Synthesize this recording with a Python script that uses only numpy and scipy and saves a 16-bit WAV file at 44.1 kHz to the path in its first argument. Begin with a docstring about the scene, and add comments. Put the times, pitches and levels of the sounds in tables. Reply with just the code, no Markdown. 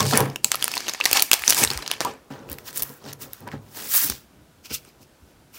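"""Foil wrapper torn over a table

Hands crinkle and tear a foil card wrapper over a wooden table in a quiet room, then handle strip and cards.
Creases snap one by one as short ringing noise bursts, over a rustle of tiny slips made of clicked grains.
Hands and cards knock and scrape the table, whose modes ring low; soft bumps shake the stand.
The loudest snaps clip the converter."""
import sys
import numpy as np
from scipy import signal
from scipy.fft import rfft, irfft
from scipy.io import wavfile
from scipy.ndimage import uniform_filter1d

SR = 44100
rng = np.random.default_rng(int(sys.argv[2]) if len(sys.argv) > 2 else 0)


def transcribe(signal):
    """Save signal, clipped to [-1, 1], as a 16-bit WAV file at the path in sys.argv[1]."""
    frames = np.atleast_2d(signal).T
    limited = np.clip(frames, -1, 1)
    pcm = np.round(limited * 32767).astype(np.int16)
    wavfile.write(sys.argv[1], SR, pcm)


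def volts_from_decibels(level):
    """Turn decibel levels (scalar or array-like) into linear amplitude factors."""
    exponent = np.asarray(level, float) / 20
    return 10 ** exponent


N = 246078


def evened(x):
    """Scales each row to rms 1."""
    return x / np.sqrt(np.mean(x ** 2, -1, keepdims=True) + 1e-20)


def read(points, hz):
    """Reads a curve on a log-frequency axis."""
    f, value = np.transpose(points)
    return np.interp(np.log(hz + 1), np.log(f + 1), value)


def add(mix, s, sound):
    """Mixes a sound in at s seconds."""
    part = mix[max(round(s * SR), 0):][:len(sound)]
    part += sound[:len(part)]


def clicks(per_s, spread_db):
    """A random train of signed clicks; a few are large."""
    chance = rng.random(N)
    size = np.minimum(rng.exponential(1, N), 4.5)
    sign = rng.choice([-1., 1.], N)
    return volts_from_decibels(spread_db * size) * (chance < per_s / SR) * sign


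def strokes(rows, linger=0):
    """Strokes rise to a peak and fall away: summed level [dB], then colours [dB] weighted by power."""
    stroke_db, bend = 20, 1.203  # drop over one rise or fall time; bend above 1: round top, firm stop
    s, db, rise_s, fall_s, *colours = np.transpose(rows)[:, :, None]
    t = np.arange(0, N + 64, 64) / SR
    before = (s - t) / np.maximum(rise_s, .003)
    after = (t - s) / np.maximum(fall_s, .003)
    under = np.where(t < s, before, after)
    drop_db = stroke_db * (1 - linger * (t > s)) * under ** bend
    power = volts_from_decibels(db - drop_db) ** 2 + 1e-12
    total = power.sum(0)
    curves = [10 * np.log10(total)] + [(power * c).sum(0) / total for c in colours]
    return [np.interp(np.arange(N) / SR, t, c) for c in curves]


# room tone spectrum: (frequency [Hz], relative density [dB per Hz])
AIR_SPECTRUM = [(18, -42), (30, 2), (165, -3.5), (233, -4), (345, -6), (404, -8.5), (866, -14.5),
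                (1350, -18), (1460, -16), (1910, -21.5), (2680, -22.5), (3980, -24), (16000, -31)]
AIR_RMS_DB = -54


def air():
    """Room tone and microphone hiss: shaped noise that wavers slowly, most in the bass."""
    frames, hz = N // 256 + 5, np.fft.rfftfreq(1024, 1 / SR)
    real, imag, patches = rng.standard_normal((frames, 513, 3)).T
    patches = uniform_filter1d(patches, 8, 0)
    patches = evened(uniform_filter1d(patches, 14, 1))
    waver_db = .6 + 2.5 / (1 + hz / 300)
    level_db = read(AIR_SPECTRUM, hz)[:, None] + waver_db[:, None] * patches
    noise = signal.istft((real + 1j * imag) * volts_from_decibels(level_db), nperseg=1024, noverlap=768)[1]
    return volts_from_decibels(AIR_RMS_DB) * evened(noise[:N])


# reverberation: (frequency [Hz], t60 [s])
ROOM_T60 = [(250, 0.36), (660, 0.2), (1740, 0.35), (4590, 0.15), (12100, 0.25)]
# table top and boxes behind: (delay [s], level [dB])
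EARLY_ECHOES = [(.0031, -20), (.0058, -23.5), (.0095, -26.5), (.014, -40)]


def room(x):
    """A few early echoes, plus sparse taps of random sign dying band by band."""
    taps = np.zeros(SR // 2)
    at = np.arange(300, len(taps) - 20, 20)
    taps[at + rng.integers(0, 20, len(at))] = rng.choice([-1., 1.], len(at))
    hz, t, z = signal.stft(taps, SR, nperseg=128)
    decay = volts_from_decibels(-60 * t / read(ROOM_T60, hz)[:, None])
    tail = signal.istft(z * decay, SR, nperseg=128)[1]
    tail *= volts_from_decibels(-18) / np.linalg.norm(tail)
    for s, db in EARLY_ECHOES:
        add(tail, s, volts_from_decibels(np.array([db])))
    return signal.oaconvolve(x, tail)[:N]


# wrists and arms shaking the stand: (time [s], relative level [dB])
BUMPS = [(0.192, -40), (1.13, -49), (1.421, -53), (1.531, -53.5), (1.661, -41), (1.767, -35), (2.512, -43),
         (2.594, -57), (2.821, -49), (3.55, -48), (4.111, -41), (4.727, -47), (5.232, -52)]


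def thuds():
    """Soft bumps: a couple of slow cycles that swell, sag in pitch and fade."""
    out, t = np.zeros(N), np.arange(SR // 8) / SR
    swell_s = .013
    for (s, db), (bend, phase) in zip(BUMPS, rng.random((len(BUMPS), 2))):
        turns = (70 + 25 * bend) * t * (1 - 4.4 * t)
        swell = t / swell_s * np.exp(1 - t / swell_s)
        add(out, s - .017, volts_from_decibels(db + 7.0) * swell * np.sin(2 * np.pi * (turns + phase)))
    return out


# modes of the wooden top: (frequency [Hz], relative level [dB], t60 [s])
TABLE_MODES = [(104.5, -10.5, 0.41), (139.5, -1, 0.28), (235, -2, 0.11), (187.5, -7, 0.082),
               (265.4, -4, 0.13), (291, -1.5, 0.069), (361.6, -4, .09), (398, -6.5, 0.091),
               (437.3, -1.5, 0.12), (488, -7.5, 0.24), (541.6, -5, 0.12), (612, -8.5, 0.11),
               (706, -13, 0.15), (800, -1.5, 0.079), (880, -7.5, 0.049), (973, -5.5, 0.093),
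               (1086, -11, 0.14), (1170, -12, 0.073), (1329, -11, 0.08)]
# hands and cards meeting the table:
# (time [s], relative level [dB], upper modes over lower [dB], mode nearest the spot [Hz])
TABLE_KNOCKS = [(0.003, -24.5, 29.5, 1080), (0.127, -11, 8.5, 700), (0.139, -12, -6, 235),
                (0.195, -17, 11, 440), (0.205, -15, -3, 790), (0.769, -38, 24, 850), (1.058, -28, 15, 1170),
                (1.157, -25.5, 21, 800), (1.481, -27.5, 4, 880), (1.615, -20.5, -22, 1180),
                (1.633, -22.5, -3, 845), (1.707, -26.5, -1, 468), (2.007, -26, 11, 974),
                (2.051, -21, 18, 1020), (2.069, -25, 20.5, 1130), (2.306, -27.5, 0.5, 263),
                (2.509, -28.5, -10, 290), (2.897, -34, -2, 291), (3.02, -44.5, 12.5, 973),
                (3.472, -28, 2.5, 960), (3.536, -23.5, 0, 259), (4.044, -31, -23, 290),
                (4.094, -29.5, -21, 238.4), (4.104, -30, -28, 120), (4.707, -28.5, -4, 226)]
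# hands sliding and leaning on the table:
# (peak time [s], relative level [dB], rise [s], fall [s], deepest modes over the rest [dB])
TABLE_SLIDES = [(0, -18.5, .01, 0.13, 11), (.138, -18, .03, .15, -24), (.206, -19, 0.13, 0.13, 14),
                (.449, -27.5, .013, 0.012, 1), (.549, -40, .04, 0.32, -5), (.892, -39.5, 0.59, 0.054, -11),
                (1.006, -38.5, .02, 0.22, -24), (1.16, -32, .1, 0.11, -43),
                (1.225, -32.5, 0.092, 0.033, -32), (1.317, -52, .055, 0.052, -17),
                (1.483, -38, .05, .4, -27), (1.616, -22.5, .09, 0.028, -5), (1.74, -40.5, .08, 0.71, -1),
                (1.91, -44, .2, 0.042, -7), (2.011, -49, .028, 0.043, 11),
                (2.072, -25.5, 0.061, 0.081, -23), (2.313, -36, 0.017, 0.6, -3.5),
                (2.524, -41.5, 0.11, 0.08, -1), (2.78, -39, 0.12, 0.23, -2), (2.899, -40.5, .03, 0.067, -9),
                (3.064, -33.5, 0.071, 0.095, 2.5), (3.259, -38.5, 0.16, 0.081, -1),
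                (3.412, -39, 0.022, 0.39, 11), (3.542, -38, 0.096, 0.049, 11),
                (3.777, -36, 0.092, 0.2, -8.5), (4.101, -39.5, 0.2, .09, 1.3),
                (4.712, -44, 0.026, 0.016, -20), (4.873, -42, 0.046, .016, -20.5),
                (5.005, -50, 0.11, 0.045, 5)]


def table():
    """Soft knocks and a gritty scrape drive the same modes of the wooden top."""
    t, out = np.arange(SR // 2) / SR, np.zeros(N)
    scrape_db, deep_db = strokes(TABLE_SLIDES)
    spot = rng.standard_normal((len(TABLE_KNOCKS), len(TABLE_MODES)))  # each blow lands elsewhere
    flesh = signal.windows.hann(22)  # skin spreads the contact over half a millisecond
    for k, (hz, db, t60) in enumerate(TABLE_MODES):
        mode = volts_from_decibels(db - 60 * t / t60) * np.sin(2 * np.pi * hz * t)
        upper = 1 / (1 + (600 / hz) ** 4)
        deep = 1 / (1 + (hz / 180) ** 6)
        drive = volts_from_decibels(scrape_db + deep * deep_db - 36.0) * evened(clicks(700, spread_db=2))
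        side = (-1) ** k  # neighbouring modes start in opposite directions
        for (at, blow_db, upper_db, spot_hz), luck in zip(TABLE_KNOCKS, spot[:, k]):
            near_db = 9 * np.exp(-(np.log(hz / spot_hz) / .09) ** 2)
            tilt_db = 1.38 * upper * upper_db - 0.65 * max(upper_db, 0)
            strength = volts_from_decibels(blow_db + near_db - 10 + tilt_db + 2.9 * luck)
            add(drive, at - .0015, side * strength * flesh / flesh.sum())
        out += signal.oaconvolve(drive, mode)[:N]
    # little sounds below the lowest mode
    return signal.sosfilt(signal.butter(2, 95, "high", fs=SR, output="sos"), out)


# fingers rubbing foil and card: (peak time [s], relative level [dB], rise [s], fall [s],
# treble over middle [dB], low over middle [dB])
FINGER_RUBS = [(0, -25.5, 0.011, 0.079, -5, 0), (.11, -25.5, 0.12, 0.1, -3, -16),
               (.15, -27, 0.058, 0.12, -5.5, 10.5), (.32, -58, .15, 0.19, 4, 2),
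               (.453, -38.5, 0.019, 0.092, 1, -21), (.527, -35, 0.034, 0.097, -6, -5),
               (.63, -37, 0.074, 0.13, -2, 0.5), (.746, -33, 0.18, 0.3, -9.5, -9),
               (.905, -37, 0.21, 0.23, -10, -6), (1.07, -30.5, 0.054, 0.29, -3, -2.5),
               (1.165, -16, 0.037, 0.054, -7.5, -5), (1.231, -34.5, 0.042, 0.099, 4, -9),
               (1.327, -25.5, 0.012, 0.085, -5, -1.5), (1.503, -25, 0.099, 0.1, 0.5, -5.5),
               (1.58, -25.5, 0.04, 0.12, 6, -1), (1.635, -25.5, 0.13, 0.032, 2.5, -2),
               (1.72, -37.5, .04, 0.26, -5, 1), (1.924, -34.5, .1, 0.099, -14, -5.5),
               (2.015, -32, 0.013, 0.053, -3, 2), (2.06, -37, 0.038, 0.096, -8.5, 4),
               (2.306, -48, .006, 0.19, -10.5, 10), (2.522, -42, .05, 0.047, -5.5, -2.5),
               (2.6, -56.5, 0.1, .08, 0, 5), (2.681, -36, 0.036, .05, -1.5, -3),
               (2.77, -36.5, .04, 0.095, 2, 1), (2.8, -33.5, 0.06, 0.018, 3, -15),
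               (2.84, -50, .04, 0.22, 9, 9), (3.095, -37.5, 0.077, 0.044, -11.5, -6.5),
               (3.22, -39, 0.024, 0.063, 2.1, -0.5), (3.34, -52.5, 0.098, 0.22, -3, 3),
               (3.476, -53.5, 0.023, 0.043, -19, 26), (3.53, -46, 0.035, 0.052, -12, 10.5),
               (3.68, -62, .05, .05, -7, 9.5), (3.77, -39.5, 0.045, 0.19, 1.5, -2.5),
               (3.85, -40.5, 0.16, 0.13, 2.1, -2.5), (3.965, -22.5, 0.082, .09, 8.5, -3),
               (4.035, -29, .07, 0.13, 10, -1), (4.099, -30, 0.044, 0.075, -9, -19),
               (4.657, -38.5, 0.021, 0.036, -6.5, -6), (4.708, -31.5, 0.013, 0.054, -12, -2),
               (4.745, -27, 0.042, 0.037, 1, -15.5), (4.89, -55, 0.14, 0.038, -4, -3),
               (5.03, -52, 0.042, 0.029, -3.5, -12), (5.32, -65.5, 0.24, .05, -2.5, -9.5),
               (5.55, -47, 0.025, 0.14, 3, 2)]
# wrapper: (frequency [Hz], relative density [dB per Hz])
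FOIL_SPECTRUM = [(290, -36), (500, -23.5), (795, -3), (1460, -9), (1770, -1), (1930, -15), (2160, -3),
                 (4150, -9.5), (4530, -3), (16000, -16)]
# torn strip dragged over wood: (frequency [Hz], relative density [dB per Hz])
STRIP_SPECTRUM = [(290, -55), (500, -44), (1020, -18.5), (1840, -10.5), (2070, -14.5), (3650, -9),
                  (5390, -6), (9630, -13), (15100, -9), (16000, 0)]
# glossy cards sliding on each other: (frequency [Hz], relative density [dB per Hz])
CARDS_SPECTRUM = [(290, -57), (500, -31.5), (1480, -12.5), (1720, -20.5), (2540, -4), (3750, -9.5),
                  (5240, -2.5), (8700, -10), (11300, -9), (16000, -5)]
STRIP_FROM_S, CARDS_FROM_S = 2.28, 4.4
RUSTLE_HZ = (1310, 4262, 10900)  # centres of low, middle and treble


def rustle():
    """Thousands of tiny slips a second, each a few cycles at its own pitch, coming in clumps."""
    treble_hurry, low_linger = .25, .2  # shares of the fall: treble drops faster, lows slower
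    t = np.arange(N) / SR
    rub_db, treble_db, low_db = strokes(FINGER_RUBS)
    treble_db = treble_db + strokes(FINGER_RUBS, -treble_hurry)[0] - rub_db
    low_db = low_db + strokes(FINGER_RUBS, low_linger)[0] - rub_db
    held = np.searchsorted([STRIP_FROM_S, CARDS_FROM_S], t)  # which thing is in the hands
    clump = volts_from_decibels(2.5 * evened(uniform_filter1d(rng.standard_normal(N), 130)))  # slips set each other off
    out = np.zeros(N)
    for hz in np.geomspace(600, 15600, num=40):
        place = np.interp(np.log(hz), np.log(RUSTLE_HZ), [-1, 0, 1])
        lean_db = place * treble_db if place > 0 else -place * low_db
        colour_db = []
        for thing in (FOIL_SPECTRUM, STRIP_SPECTRUM, CARDS_SPECTRUM):
            trend_db = np.interp(place, [-1, 0, 1], read(thing, np.array(RUSTLE_HZ)))
            colour_db.append(read(thing, hz) - trend_db)
        turns = np.arange(int(30 * SR / hz)) * hz / SR
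        grain = np.sin(2 * np.pi * turns) * turns * np.exp(-turns / 2.8)
        train = clicks(.15 * hz * clump / clump.mean(), spread_db=2.5)
        slips = evened(signal.oaconvolve(train, grain)[:N])
        width_db = 1.78 * np.log2(hz / 4500)  # higher grains span more Hz
        out += volts_from_decibels(rub_db + lean_db + np.array(colour_db)[held] + width_db - 14.5) * slips
    return out


def small_creases():
    """Random rows like the listed snaps, with level and treble following the rubbing at that moment."""
    count, over_rub_db, spread_db, mean_t60_s = 170, 6, 2.5, .008
    rub_db, treble_db, _ = strokes(FINGER_RUBS)
    when, size, pitch, length = rng.random((count, 4)).T
    at = (when * CARDS_FROM_S * SR).astype(int)
    db = rub_db[at] + over_rub_db - spread_db * np.log(1 - size)
    return list(zip(at / SR, db, 1000 * 9 ** pitch, treble_db[at], mean_t60_s * (.5 + length)))


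# single creases popping, loud ones and faint ones that stand alone:
# (time [s], relative level [dB], ring [Hz], treble over middle [dB], t60 before limits [s])
SNAPS = [(.0047, -9, 5980, -10, 0.0092), (.06, -18.5, 880, -15, 0.0032), (.1096, -30, 4700, -5, .006),
         (0.134, -15.5, 1350, -20, 0.023), (.156, -12, 2120, 0, .004), (.1746, 5.5, 10100, 3, 0.0035),
         (.205, -7.5, 890, 3.5, 0.0046), (.257, -29, 2500, 0, .006), (.3, -30, 5050, -4, 0.0065),
         (0.3596, -16.5, 2750, -9.5, .008), (.445, 1, 7680, -4, 0.0054), (.5176, -4.5, 7430, -10, 0.0056),
         (0.5442, -15.5, 1274, -16, 0.012), (0.5559, -8.5, 3180, 9, 0.0018),
         (0.6253, -9, 3160, -0.5, 0.0057), (0.6426, -5, 9700, 2, 0.0046), (0.68, -11, 2640, -5.5, 0.005),
         (.716, -19.5, 5230, -2, 0.0099), (0.7386, -17.5, 2560, -10, 0.01), (.754, -19, 5000, 7, 0.0088),
         (0.7688, -16, 1000, -19, 0.0084), (.778, -9.5, 4170, -9.5, 0.0033), (.882, -17, 2620, -10, 0.0083),
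         (0.8867, -17.5, 6360, -16, 0.015), (0.8944, -17.5, 4980, -10, 0.018),
         (.9364, -17.5, 6850, -7, 0.0064), (0.9473, -22, 1740, -20, .007),
         (1.0016, -21.5, 1200, -11, 0.024), (1.0112, -8, 2650, -34, .008), (1.0387, -22, 4700, -6, 0.018),
         (1.0446, -17.5, 4690, 2, 0.0052), (1.055, -2, 5640, -7, 0.0058), (1.059, -7.5, 1970, -6.5, 0.01),
         (1.1134, -9, 6550, -4, 0.005), (1.13, -2.5, 14900, -8.5, 0.0095), (1.196, -8, 4300, -6, 0.0071),
         (1.204, -14, 9800, -7, 0.0087), (1.2225, -0.5, 15200, 4, .012), (1.3151, 2.5, 2680, -1.5, 0.0064),
         (1.3319, 1, 3270, -7.5, 0.0086), (1.3388, -5, 2500, -3.5, 0.0082), (1.3942, -22, 2500, 10, 0.0091),
         (1.438, -10, 2310, -18, 0.0025), (1.4786, -1, 5950, -8.5, 0.0075), (1.4946, -7.5, 10100, 2, 0.005),
         (1.498, -1.5, 5800, -1, 0.0053), (1.5043, -4.5, 5820, 2, 0.017), (1.5241, -9, 2400, -9, 0.007),
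         (1.5302, -16, 3070, -1, 0.017), (1.5468, -8.5, 7450, 4, .004), (1.5671, -19.5, 5230, -6, 0.013),
         (1.632, -11.5, 2230, -2, 0.015), (1.637, -6, 8430, -6.5, 0.015), (1.6489, -5.5, 8400, -3, .005),
         (1.6752, -15.5, 3950, -13, 0.0068), (1.7028, -14, 4440, -10, 0.012), (1.713, -20, 5230, -8, 0.015),
         (1.7755, -15, 5050, -4.5, 0.0044), (1.8232, -28.5, 4000, -13, 0.022),
         (1.8626, -24.5, 4010, -15, 0.015), (1.8777, -16, 5350, -10, 0.0061),
         (1.9144, -7.5, 2900, -10, 0.0048), (2.0062, -7, 920, -11, 0.0028),
         (2.0123, -9.5, 880, -13, 0.0027), (2.049, -15.5, 950, -2.5, 0.0068),
         (2.499, -23, 14600, 19.5, .005), (2.517, -20, 14100, 6, 0.0048), (2.5293, -20, 15200, 26, .007),
         (2.585, -29, 13100, -6, 0.0095), (2.76, -19, 13050, 10, 0.0033), (2.7746, -8, 9000, 11, 0.0026),
         (2.78, -11, 8900, 12.5, 0.0016), (2.7962, -15, 14510, 6, 0.0024),
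         (2.822, -13.5, 13100, 4.5, 0.019), (2.832, -15, 12900, 12, 0.011), (2.893, -34, 11900, -6, 0.0072),
         (3.129, -28, 6360, 3, 0.011), (3.1335, -20, 6700, 5, 0.0015), (3.3329, -21.5, 12400, 5.5, 0.0066),
         (3.4049, -37, 15120, 13, .009), (3.4744, -36.5, 1580, -3, 0.029), (3.4874, -32.5, 1630, -26, .007),
         (3.516, -35.5, 1980, -8, 0.017), (4.0996, -8.5, 4700, -3, 0.0041), (4.11, -32, 4480, 10, 0.0064),
         (4.8498, -39.5, 8800, -13.5, 0.0061)]


def snaps():
    """Each crease is a burst that starts at once, rings round one frequency and dies in milliseconds."""
    out, hz, t = np.zeros(N), np.fft.rfftfreq(2048, 1 / SR), np.arange(2048) / SR
    rows = small_creases() + SNAPS
    noise = rng.standard_normal((len(rows), 2048))
    for (s, db, ring_hz, treble_db, t60), burst in zip(rows, noise):
        # lows are weaker for high rings and hard pops
        low_db = -3.5 - 0.5 * np.log2(ring_hz / 4000) - 0.36 * (db + 11.5)
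        slope_db = read([(250, low_db + 0.5), (1300, low_db), (4500, 0.0093), (11500, treble_db)], hz)
        broad = volts_from_decibels(0.5) / (1 + ((hz - ring_hz) / (250 + 0.088 * ring_hz)) ** 2)
        burst = evened(irfft(rfft(burst) * volts_from_decibels(slope_db) * (1 + broad)))
        # dull creases ring more purely
        ring = volts_from_decibels(-4.5 - 0.41 * treble_db) * np.sin(2 * np.pi * ring_hz * t)
        t60 = np.clip(t60, .002, .04)
        shape = (1 - np.exp(-t / (0.062 * t60))) * volts_from_decibels(-60 * t / t60)
        snap = evened((burst + ring) * shape) * np.sqrt(np.mean(shape ** 2))
        add(out, s - .0003, volts_from_decibels(db + 6.5) * snap)
    # the creases carry no deep bass
    return signal.sosfilt(signal.butter(2, 280, "high", fs=SR, output="sos"), out)


def scene():
    """Foil and table, the room round them, the bumps and the room tone."""
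    near = snaps() + rustle() + table()
    return (near + room(near) + thuds() + air())[None]


def roll_off(x):
    """The treble ends steeply here."""
    return signal.sosfilt(signal.butter(12, 17040, fs=SR, output="sos"), x)


def record(dry):
    """A small microphone loses the deepest bass and the top; the converter clips."""
    edge_hz = 15850
    dry = signal.sosfilt(signal.butter(3, 55, "high", fs=SR, output="sos"), dry)
    lowpass = signal.firwin(301, edge_hz, window=("kaiser", 9), fs=SR)
    dry = signal.oaconvolve(dry, lowpass[None], "same")
    return roll_off(np.clip(dry, -.99, .99))


dry = scene()
out = record(dry)
transcribe(out)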